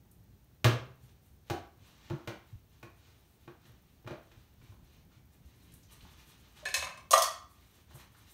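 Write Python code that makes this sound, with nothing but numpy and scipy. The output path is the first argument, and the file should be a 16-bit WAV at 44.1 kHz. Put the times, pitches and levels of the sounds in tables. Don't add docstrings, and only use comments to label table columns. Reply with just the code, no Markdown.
import sys
import numpy as np
from scipy import signal
from scipy.fft import rfft, irfft
from scipy.io import wavfile
from scipy.ndimage import uniform_filter1d

SR = 44100
rng = np.random.default_rng(int(sys.argv[2]) if len(sys.argv) > 2 else 0)


def convert_level_to_amplitude(level_db):
    exponent = np.asarray(level_db, float) / 20
    return 10 ** exponent


def generate_wav(sig):
    pcm = np.round(np.clip(np.atleast_2d(sig).T, -1, 1) * 32767).astype(np.int16)
    wavfile.write(sys.argv[1], SR, pcm)


N = 367353

# f/Hz, level/dB per Hz
HOUSE_COLOUR = [(12, -49.5), (24, -40), (62, 4.5), (96, -1), (225, -11), (401, -17), (526, -25),
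                (857, -23.5), (1030, -36), (1500, -41), (1950, -78.5), (3300, -120)]
# f/Hz, level/dB per Hz
HISS_COLOUR = [(300, 4.5), (1000, 0), (3000, -3.5), (8000, -6), (12000, -5), (16000, -2)]
# t/s, rumble level/dB
LEAN = [(0, -52.5), (.35, -58), (.6, -60), (1.1, -54.5), (1.45, -66), (1.95, -56.5), (2.6, -65), (3.2, -75),
        (3.75, -62.5), (4.3, -59), (4.7, -53), (5.2, -61), (5.75, -50.5), (6.3, -58), (7.0, -55.5),
        (7.6, -77.5), (8.0, -49), (8.33, -71.5)]
# t/s of full speed, length/s, rub level/dB, cloth swish level/dB
STROKES = [(1.048, 0.17, -68, -76), (1.265, 0.15, -77, -73), (1.493, 0.097, -58.5, -68.5),
           (1.86, 0.26, -60.5, -70), (2.078, 0.32, -61, -77), (2.49, 0.16, -68, -75),
           (2.762, 0.28, -69.5, -80), (3.043, 0.31, -65, -75.5), (3.275, 0.34, -74, -78),
           (3.43, 0.12, -68.5, -79), (3.665, 0.21, -64, -73.5), (3.9, 0.3, -72.5, -84),
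           (4.339, 0.44, -66.5, -77.5), (4.645, 0.2, -65.5, -74), (4.893, 0.26, -65.5, -76.5),
           (4.935, 0.058, -76, -82), (5.134, 0.11, -65.5, -79), (5.329, 0.094, -67, -72),
           (5.463, 0.13, -70, -72.5), (5.656, 0.57, -66, -72), (5.92, 0.11, -59, -67.5),
           (6.061, 0.22, -60, -66.5), (6.195, 0.087, -58, -64), (6.297, 0.14, -57.5, -65.5),
           (6.476, 0.29, -63, -70.5), (6.582, 0.088, -54, -68), (7.59, 0.39, -65, -73),
           (7.758, 0.12, -67, -75), (7.923, 0.13, -57, -66.5), (8.003, 0.1, -57, -71),
           (8.174, 0.18, -59, -67), (8.294, 0.091, -58.5, -62.5)]
# f/Hz, level/dB per Hz
RUB_COLOUR = [(180, -23), (300, -9.5), (349, -8), (605, -10.5), (1200, -3.5), (1360, -8.5), (3300, -5.5),
              (8000, -15), (10400, -50), (17600, -120)]
# t/s, level/dB, f/Hz, contact/s
TICKS = [
    (0.054, -71, 834, 0.012),
    (0.113, -52.5, 10100, 0.0078),
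    (5.719, -55, 8700, 0.013),
    (5.738, -46.5, 10000, 0.0083),
    (5.831, -57, 5600, 0.02),
    (6.006, -52.5, 3160, 0.014),
    (6.05, -50.5, 925, 0.0073),
    (6.209, -66, 1680, 0.015),
    (7.624, -60, 2450, 0.0089),
    (8.146, -54.5, 1240, 0.011),
]
# t/s, edge level/dB, crack level/dB, sizzle level/dB, base level/dB
KNOCKS = [
    (0.6433, -25, -22.5, -30.5, -22.5),
    (1.499, -31, -38, -43, -36),
    (2.099, -43.5, -49, -58.5, -39.5),
    (2.274, -35.5, -41, -49, -45),
    (2.828, -44, -55.5, -59.5, -68),
    (3.477, -45.5, -57, -74, -64),
    (4.074, -38, -48.5, -58.5, -50),
]
# t/s, body level/dB, low body level/dB, crack level/dB
NUDGES = [(1.091, -80, -81, -64), (2.194, -48, -61, -72), (3.652, -60, -65, -62.5),
          (3.693, -63.5, -64, -71), (4.045, -59, -57, -68), (4.107, -41, -42, -51), (4.064, -49, -58, -60),
          (4.18, -72, -63, -75), (4.315, -57.5, -62.5, -61), (4.614, -60.5, -76, -67),
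          (4.72, -53, -64, -83), (7.908, -52, -62, -70), (7.953, -51, -58.5, -71), (7.997, -49.5, -70, -61)]
# f/Hz, level/dB, time to fall 60 dB/s
WORKTOP_MODES = [(250, -8, 0.35), (350, 4, 0.16), (397, -1, 0.24), (500, -8, 1.1), (582, -29, 0.45),
                 (691, -2.5, 0.81), (834, -51, 0.22)]
# t/s, level/dB, f/Hz, time to fall 60 dB/s
THUDS = [(0.648, -17.5, 117, 0.32), (0.65, -32, 129, 0.6), (1.031, -48.5, 125.2, 0.11),
         (1.503, -34.5, 117, 0.09), (2.105, -31.5, 116, 0.096), (2.128, -29.5, 140, 0.1),
         (2.277, -37, 116, 0.11), (2.525, -40, 111, 0.17), (2.554, -38, 83.4, 0.041),
         (2.835, -46.5, 114, 0.1), (3.068, -58, 118.5, 0.14), (3.476, -49.5, 131, 0.14),
         (3.691, -53.5, 114.5, 0.21), (4.055, -39.5, 116, 0.089), (4.112, -40.5, 136, 0.085),
         (4.692, -45, 101, 0.17), (5.448, -48, 68.5, 0.18), (6.028, -47, 71, 0.24),
         (6.775, -45.5, 75, 0.33), (7.888, -49.5, 74, 0.3), (7.944, -46, 131, 0.1)]
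# t/s, level/dB, f/Hz, time to fall 60 dB/s
BOWL_NOTES = [(0.653, -31, 390, 0.032), (1.505, -40, 716, 0.09), (1.505, -45, 630, 0.04),
              (1.505, -35, 399, 0.061), (2.11, -38, 342, 0.07), (2.109, -43, 222, 0.14),
              (2.276, -35.5, 2390, 0.017), (2.28, -44, 803, 0.039), (2.285, -46, 203, 0.086),
              (2.115, -43, 1390, 0.028), (2.2, -57, 350, 0.05), (2.829, -42.5, 2480, 0.013),
              (3.478, -61, 2300, .015), (2.276, -45, 3650, 0.044), (2.833, -49, 1100, 0.013),
              (2.833, -47, 1750, 0.014), (4.076, -36, 524, 0.02), (4.125, -39.5, 610, 0.037),
              (7.625, -60, 2450, 0.02), (4.078, -41, 1450, .025), (.65, -30, 1250, 0.019),
              (3.478, -56, 1410, .03), (4.075, -45, 2290, .02), (.66, -30, 500, .04), (.712, -33, 480, .05),
              (.745, -36, 520, .05), (.648, -32, 1650, .03), (.68, -37, 1500, .03)]
# t/s, level/dB, f/Hz, time to fall 60 dB/s
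LINGER_NOTES = [(.648, -40.5, 250, .45), (.648, -44, 220, .3), (.648, -35, 82, 0.4), (.648, -35, 145, .3),
                (.65, -47, 495, 0.98), (.65, -41, 509.4, 0.45), (.65, -45, 647, 0.58),
                (.65, -37.5, 1350, 0.28), (.65, -42, 1510, 0.24), (.65, -35.5, 1682, 0.31),
                (.65, -54.5, 1870, 0.32), (.65, -45.5, 2716, 0.51), (1.51, -39.5, 87, 0.41),
                (1.505, -40, 149, .2), (1.505, -48, 411, 0.3), (1.505, -42, 738, 0.43),
                (1.505, -46, 695, .38), (1.505, -49, 800, 0.32), (1.505, -43.5, 808, 0.39),
                (2.28, -52, 560, .3), (2.28, -52, 720, 0.32), (2.28, -53, 1470, 0.29),
                (2.83, -57, 337, 0.19), (2.83, -64, 710, 0.27), (2.83, -55, 1092, 0.29),
                (2.83, -60.5, 1490, 0.13), (2.83, -60, 2190, 0.11), (2.83, -64, 2700, 0.11),
                (3.476, -49.5, 350, 0.21), (3.476, -55, 1124, .2), (3.476, -56.5, 1500, 0.11),
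                (3.476, -63, 2420, .15), (6.655, -40, 562, 0.12), (6.742, -48, 600, 0.4),
                (6.742, -48, 2300, .3), (6.82, -45.5, 3690, 0.2), (6.825, -43, 1015, .4),
                (7.134, -24.5, 653, 0.33), (7.134, -30, 715, 0.45), (7.134, -32.5, 571.6, 0.29),
                (7.134, -31, 1087, 0.3), (7.134, -32.5, 1123, 0.55), (7.134, -28, 1196, .56),
                (7.134, -52.5, 395, 0.42), (7.134, -42.5, 5150, .4), (7.134, -49, 2180, 0.59),
                (7.134, -52.5, 2100, .45), (7.134, -38, 3410, 0.55), (7.134, -36, 4020, .28),
                (7.134, -47.5, 2750, 0.31)]
# t/s, level/dB, f/Hz, time to fall 60 dB/s
NEIGHBOUR_NOTES = [(7.134, -32, 1066, 0.57), (7.134, -34.5, 1110, 0.49), (7.133, -37.5, 1018, .45),
                   (7.134, -36, 1238, .5), (7.134, -42, 1294, .45), (7.134, -38, 1943, .43),
                   (7.134, -41, 1858, .45), (.65, -33.5, 1150, .3), (.65, -38.5, 1230, 0.37),
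                   (.65, -45, 2750, .25)]
# t/s, level/dB, f/Hz, time to fall 60 dB/s
SQUEAK_NOTES = [(4.617, -60, 2300, .04), (4.62, -67, 1320, 0.033), (4.655, -72, 2900, .03),
                (4.91, -72, 2500, .04), (4.935, -71, 2300, 0.046), (4.945, -70, 3200, 0.036),
                (5.115, -63, 1390, 0.034), (5.135, -65, 2310, 0.052), (5.46, -70, 6350, .03),
                (5.83, -68, 5430, .03), (5.85, -68, 5900, .06), (5.89, -63, 3080, 0.044)]
# t/s, low level/dB, middle level/dB, high level/dB, contact/s
CLINKS = [(6.631, -57, -62, -68, 0.012), (6.654, -36, -33, -34, 0.03), (6.686, -43, -41.5, -38, 0.00092),
          (6.741, -32, -28.5, -20.5, 0.0072), (6.764, -29.5, -51, -28.5, 0.0029),
          (6.789, -47.5, -34.5, -46, 0.0026), (6.825, -27.5, -30, -36.5, 0.0031),
          (6.844, -49.5, -50.5, -38, 0.0071), (6.869, -30.5, -39, -64, 0.0034),
          (6.899, -52, -46.5, -58, 0.0021), (6.944, -60, -60, -63.5, 0.0017),
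          (6.974, -42, -45.5, -50, 0.013)]
# t/s, low level/dB, middle level/dB, high level/dB, contact/s
CLANKS = [
    (7.108, -24, -55.5, -18.5, 0.007),
    (7.116, -26, -43.5, -17, 0.0029),
    (7.131, -12, -19.5, -19, 0.003),
    (7.137, -9.5, -24, -19, 0.0056),
    (7.149, -21, -38, -34, 0.0015),
    (7.178, -14, -46, -18.5, 0.0014),
    (7.189, -25, -38, -38, 0.0063),
    (7.221, -21.5, -57, -17, 0.004),
    (7.239, -30, -32.5, -37, 0.0017),
]
# f/Hz, level/dB, time to fall 60 dB/s
RIM_MODES = [(580, -5, 0.1), (650, -8, 0.08), (730, 3, 0.031), (1040, -17, 0.19), (1082, 5.5, 0.027),
             (1182, -7, 0.053), (1720, -11.5, 0.037), (1603, -10, 0.04), (2280, -9, 0.054),
             (2420, -8.5, .04), (2592, -1.5, 0.04), (2900, -16.5, 0.084), (3200, -14, 0.05),
             (3690, 2.5, .1), (4120, 3.5, .1), (4520, -5, .1), (5320, 4.5, 0.08), (5920, 0, 0.04),
             (6640, -10.5, .1), (6530, 1.5, .1), (7500, -6.5, .08), (7300, -1.5, .08), (8800, -13, .08),
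             (9500, -12.5, 0.067), (9590, -17.5, 0.073)]
# f/Hz, level/dB, time to fall 60 dB/s
LID_MODES = [(574, -22, .1), (630, -10, 0.062), (658, -2, 0.08), (695, -11, 0.069), (1063, -14, 0.065),
             (1142, -5.5, 0.18), (1087, -8, 0.1), (1196, -4, 0.13), (1299, -18.5, 0.18), (1740, -10.5, .08),
             (1853, 10.5, 0.09), (1943, 1.5, 0.098), (2180, -20, .3), (2540, -2.5, 0.1), (2930, -2, 0.039),
             (2707, 4.5, .14), (3410, -6, .18), (4010, -6, 0.1), (4580, -8.5, .06), (5150, -1.5, .1),
             (5820, -3, 0.081), (6050, -3, 0.07), (7660, -6, .08), (6550, 1, 0.06), (7090, -6, 0.069),
             (8320, 0.5, 0.09), (9920, 2.5, .08), (9400, -5, .08), (11100, -4, .08), (12100, -14, .08)]
# t/s, level/dB, f/Hz, time to fall 60 dB/s
PING_NOTES = [(6.628, -48.5, 606, .1), (6.656, -27, 1740, 0.06), (6.742, -26, 2590, 0.06),
              (6.742, -36, 1732, .04), (6.742, -28, 1800, .05), (6.822, -42, 1033, .05),
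              (7.134, -33, 1100, 0.2), (7.138, -25.5, 1138, 0.06), (7.138, -23, 1200, .03),
              (7.138, -34, 1062, 0.12), (7.136, -33, 607, .1), (7.134, -26.5, 716, 0.14),
              (7.134, -33, 786, .1), (7.19, -42, 3410, .1), (6.66, -50, 410, 0.096), (6.742, -53, 370, .05),
              (6.79, -56, 320, .1), (7.134, -27, 1931, 0.11), (7.134, -24, 3220, 0.048),
              (7.222, -27.5, 6550, 0.045), (7.222, -38, 5800, .05), (7.23, -31, 4500, .05),
              (7.222, -28, 9960, .05), (7.108, -30, 6050, .04), (7.134, -31, 4020, .05),
              (6.742, -34, 3050, .04), (6.742, -34.5, 3690, .06), (6.742, -34, 4800, .05),
              (6.656, -38, 2570, .08), (6.975, -46, 2250, .04)]
# f/Hz, time to fall 60 dB/s
ROOM_DECAY = [(100, 0.43), (300, 0.42), (620, 0.29), (1100, 0.51), (2500, 0.4), (5000, 0.38), (9000, 0.3),
              (15000, 0.24)]
# f/Hz, width/Hz, level/dB
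MIC_DIPS = [(4920, 460, -2.5), (7720, 830, -4), (10650, 1420, -6.5)]


def unit(x):
    return x / np.sqrt(np.mean(x ** 2))


def peak(x, db):
    return x * convert_level_to_amplitude(db) / np.sqrt(uniform_filter1d(x ** 2, size=176).max())


def on_log(table, hz):
    f, value = np.transpose(table)
    return np.interp(np.log(np.maximum(hz, 1)), np.log(f), value)


def coloured(x, table):
    hz = np.fft.rfftfreq(len(x), 1 / SR)
    return irfft(rfft(x) * convert_level_to_amplitude(on_log(table, hz)), len(x))


def band(x, lo_hz, hi_hz):
    return signal.sosfilt(signal.butter(2, [lo_hz, hi_hz], "band", fs=SR, output="sos"), x)


def fade(t, t60):
    return np.exp(-np.log(1000) * t / t60)


def walk(rate_hz):
    hold = int(SR / rate_hz)
    steps = np.repeat(rng.standard_normal(N // hold + 1), hold)
    smooth = uniform_filter1d(uniform_filter1d(steps, hold), hold)
    return unit(smooth[:N])


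def add(out, s, x):
    i = int(s * SR)
    out[i:i + len(x)] += x[:len(out) - i]


def contact(length_s, grit_db=2.0):
    t = np.arange(4096) / SR
    grit = rng.standard_normal((2, len(t)))
    shape = (1 - fade(t, 0.5 * length_s)) * fade(t, 4 * np.clip(length_s, 0.001, 0.03))
    blow = grit[0] * convert_level_to_amplitude(grit_db * np.clip(grit[1], -2, 2)) * shape
    spectrum = rfft(blow)
    blow = irfft(spectrum / np.abs(spectrum)) * np.sqrt(shape)
    return np.pad(blow, (0, SR // 3 - len(t)))


def ring(blow, modes, longest_s):
    t = np.arange(len(blow)) / SR
    hz, db, t60 = (c[:, None] for c in np.transpose(modes))
    chance = rng.standard_normal((2, len(modes), 1))
    weight = convert_level_to_amplitude(db + 2.5 * chance[0]) * fade(t, np.minimum(t60, longest_s))
    swing = np.sin(2 * np.pi * hz * (1 + 0.003 * chance[1]) * t)
    response = np.sum(weight * swing, axis=0)
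    return signal.fftconvolve(blow, response)[:len(t)]


def house():
    noise = rng.standard_normal((2, N))
    rumble = unit(coloured(noise[0], HOUSE_COLOUR)) * convert_level_to_amplitude(-63.5)
    hiss = unit(coloured(noise[1], HISS_COLOUR)) * convert_level_to_amplitude(-70.5)
    return rumble + hiss


def hands():
    t = np.arange(N) / SR
    s, length_s, rub_db, swish_db = (c[:, None] for c in np.transpose(STROKES))
    share = np.where(t < s, 0.27, 0.46)
    speed = np.exp(-((t - s) / (length_s * share)) ** 2)
    grain = rng.standard_normal((3, N))
    lean_db = np.interp(t, *np.transpose(LEAN))
    rumble = unit(band(grain[0], 42, 165)) * convert_level_to_amplitude(lean_db - 9.0 + 3.5 * walk(27))
    rub = unit(coloured(grain[1], RUB_COLOUR)) * np.sum(convert_level_to_amplitude(rub_db) * speed, axis=0)
    rub = rub * convert_level_to_amplitude(-5.0 + 1.6 * walk(30))
    swish = unit(band(grain[2], 7400, 13500)) * np.sum(convert_level_to_amplitude(swish_db) * speed, axis=0)
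    swish = swish * convert_level_to_amplitude(-2.5 + 5.3 * walk(50))
    return rumble, rub + swish


def clock_leak():
    start_s, period_s = 0.0359, 0.10235
    times = np.arange(start_s, N / SR, period_s)
    clock = np.zeros(N)
    clock[(times * SR).astype(int)] = convert_level_to_amplitude(-45.0 + 2.2 * rng.standard_normal(len(times)))
    return band(band(clock, 8900, 17000), 11000, 17000)


def ticks():
    out = np.zeros(N)
    for s, db, hz, length_s in TICKS:
        brush = band(contact(length_s), hz / 1.25, min(hz * 1.35, 18000))
        add(out, s, peak(brush, db - 7.5))
    return out


def knocks():
    edge_contact_s, base_contact_s, nudge_contact_s = 0.011, 0.01, 0.015
    base_late_s = 0.0079
    blows = []
    for s, edge, crack, sizzle, base in KNOCKS:
        blows.append((s, edge, edge - 4.5, crack, sizzle, edge_contact_s))
        blows.append((s + base_late_s, base + 4.5, base, crack - 11, sizzle - 11, base_contact_s))
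    for s, body, low, crack in NUDGES:
        blows.append((s, body, low, crack, crack - 12, nudge_contact_s))
    out = np.zeros(N)
    for s, body_db, low_db, crack_db, sizzle_db, length_s in blows:
        blow = peak(contact(length_s), 0)
        # f/Hz, level/dB, each level spread over its band
        colour = [(120, low_db - 13.0), (190, low_db + 7.0), (340, low_db + 16), (560, low_db + 14.5),
                  (1000, body_db + 7.0), (3300, crack_db + 5.5),
                  (9000, sizzle_db + 0.33), (16000, sizzle_db - 2.0)]
        add(out, s, coloured(blow, colour)[:SR // 5])
        add(out, s, peak(ring(blow, WORKTOP_MODES, 0.17), low_db - 10.0))
    return out


def thuds():
    out, t = np.zeros(N), np.arange(SR // 2) / SR
    for s, db, hz, t60 in THUDS:
        phase = 2 * np.pi * hz * (t + 0.00023 * (1 - fade(t, 0.6)))
        swing = np.sin(phase) + 0.03 * np.sin(1.83 * phase)
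        add(out, s, peak((1 - fade(t, 0.052)) * fade(t, t60) * swing, db - 3.0))
    return out


def clear_notes(notes, longest_cycles):
    out, t = np.zeros(N), np.arange(SR // 2) / SR
    for s, db, hz, t60 in notes:
        envelope = (1 - fade(t, 0.0075)) * fade(t, min(t60, longest_cycles / hz))
        add(out, s, convert_level_to_amplitude(db) * envelope * np.sin(2 * np.pi * hz * t))
    return out


def linger():
    waver_db, drift_rad, longest_s = 3.5, 1.0, 0.58
    out, t = np.zeros(N), np.arange(SR // 2) / SR
    notes = list(LINGER_NOTES) + list(NEIGHBOUR_NOTES)
    knots_s = np.linspace(0, 0.5, 20)
    for s, db, hz, t60 in notes:
        chance, drift = rng.standard_normal((2, 20))
        smear = drift_rad * np.interp(t, knots_s, drift - drift[0])
        beat_db = waver_db * np.interp(t, knots_s, chance) * (1 - fade(t, 0.2))
        envelope = (1 - fade(t, 0.012)) * fade(t, min(t60, longest_s))
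        add(out, s, convert_level_to_amplitude(db + beat_db) * envelope * np.sin(2 * np.pi * hz * t + smear))
    return out


def steel(blows, modes, rattle_db, top_hz):
    out, modes = np.zeros(N), np.array(modes)
    edges_hz, crowding_db = (500, 1450, 3350, top_hz), (-14, -3, 0)
    for s, *levels_db, length_s in blows:
        blow = contact(length_s)
        crowd = rng.standard_normal(len(blow)) * fade(np.arange(len(blow)) / SR, 0.046)
        for lo, hi, thick_db, db in zip(edges_hz, edges_hz[1:], crowding_db, levels_db):
            inside = (modes[:, 0] > lo) & (modes[:, 0] <= hi)
            tone = ring(blow, modes[inside], 42 / lo ** 0.89)
            rattle = band(band(crowd, lo, hi), lo, hi)
            both = peak(tone, db) + peak(rattle, db + rattle_db + thick_db)
            add(out, s, convert_level_to_amplitude(-9.5) * both)
    return signal.sosfilt(signal.butter(8, 550, "high", fs=SR, output="sos"), out)


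def snap():
    snap_s, snap_hz = 7.1397, 1120
    cycles = (np.arange(N) / SR - snap_s) * snap_hz
    return -convert_level_to_amplitude(-8) * np.cos(2 * np.pi * cycles) * np.exp(-(cycles / 3) ** 2)


def room(x):
    build_s = 0.0014
    t = np.arange(SR // 4 * 3) / SR
    tail = np.zeros(len(t))
    for hz in 60 * 2 ** np.arange(0, 8.2, 0.5):
        noise = band(rng.standard_normal(len(t)), hz / 1.317, hz * 1.21)
        tail += noise * fade(t, on_log(ROOM_DECAY, hz))
    cells = signal.stft(tail, nperseg=1024, noverlap=768)[2]
    power = uniform_filter1d(np.abs(cells) ** 2, size=7, axis=1) + 1e-18
    even = cells * np.sqrt(uniform_filter1d(power, size=9, axis=0) / power)
    tail = signal.istft(even, nperseg=1024, noverlap=768)[1][:len(t)]
    tail = tail * (1 - np.exp(-t / build_s))
    return x + signal.oaconvolve(x, tail / np.sqrt(np.sum(tail ** 2)))[:N]


def scene():
    rumble, rustle = hands()
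    struck = ticks() + knocks() + clear_notes(BOWL_NOTES, 38) + clear_notes(SQUEAK_NOTES, 400)
    metal = steel(CLINKS, RIM_MODES, 3, 12300) + steel(CLANKS, LID_MODES, 1, 13600)
    metal = metal + clear_notes(PING_NOTES, 500)
    sent = convert_level_to_amplitude(-1)
    worktop = room(struck + rustle * convert_level_to_amplitude(-2.5))
    pot = sent * room(metal) + (1 - sent) * metal
    direct = house() + rumble + thuds() + linger() + snap()
    return (worktop + pot + direct)[None]


def low_pass(x):
    return signal.sosfilt(signal.butter(12, 16530, fs=SR, output="sos"), x)


def record(dry):
    hz = np.fft.rfftfreq(N, 1 / SR)
    colour_db = sum(db * np.exp(-((hz - f) / width) ** 2) for f, width, db in MIC_DIPS)
    heard = irfft(rfft(dry) * convert_level_to_amplitude(colour_db), N) + clock_leak()
    heard = signal.sosfilt(signal.ellip(10, 0.2, 50, 15720, fs=SR, output="sos"), heard)
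    return low_pass(heard)


dry = scene()
out = record(dry)
generate_wav(out)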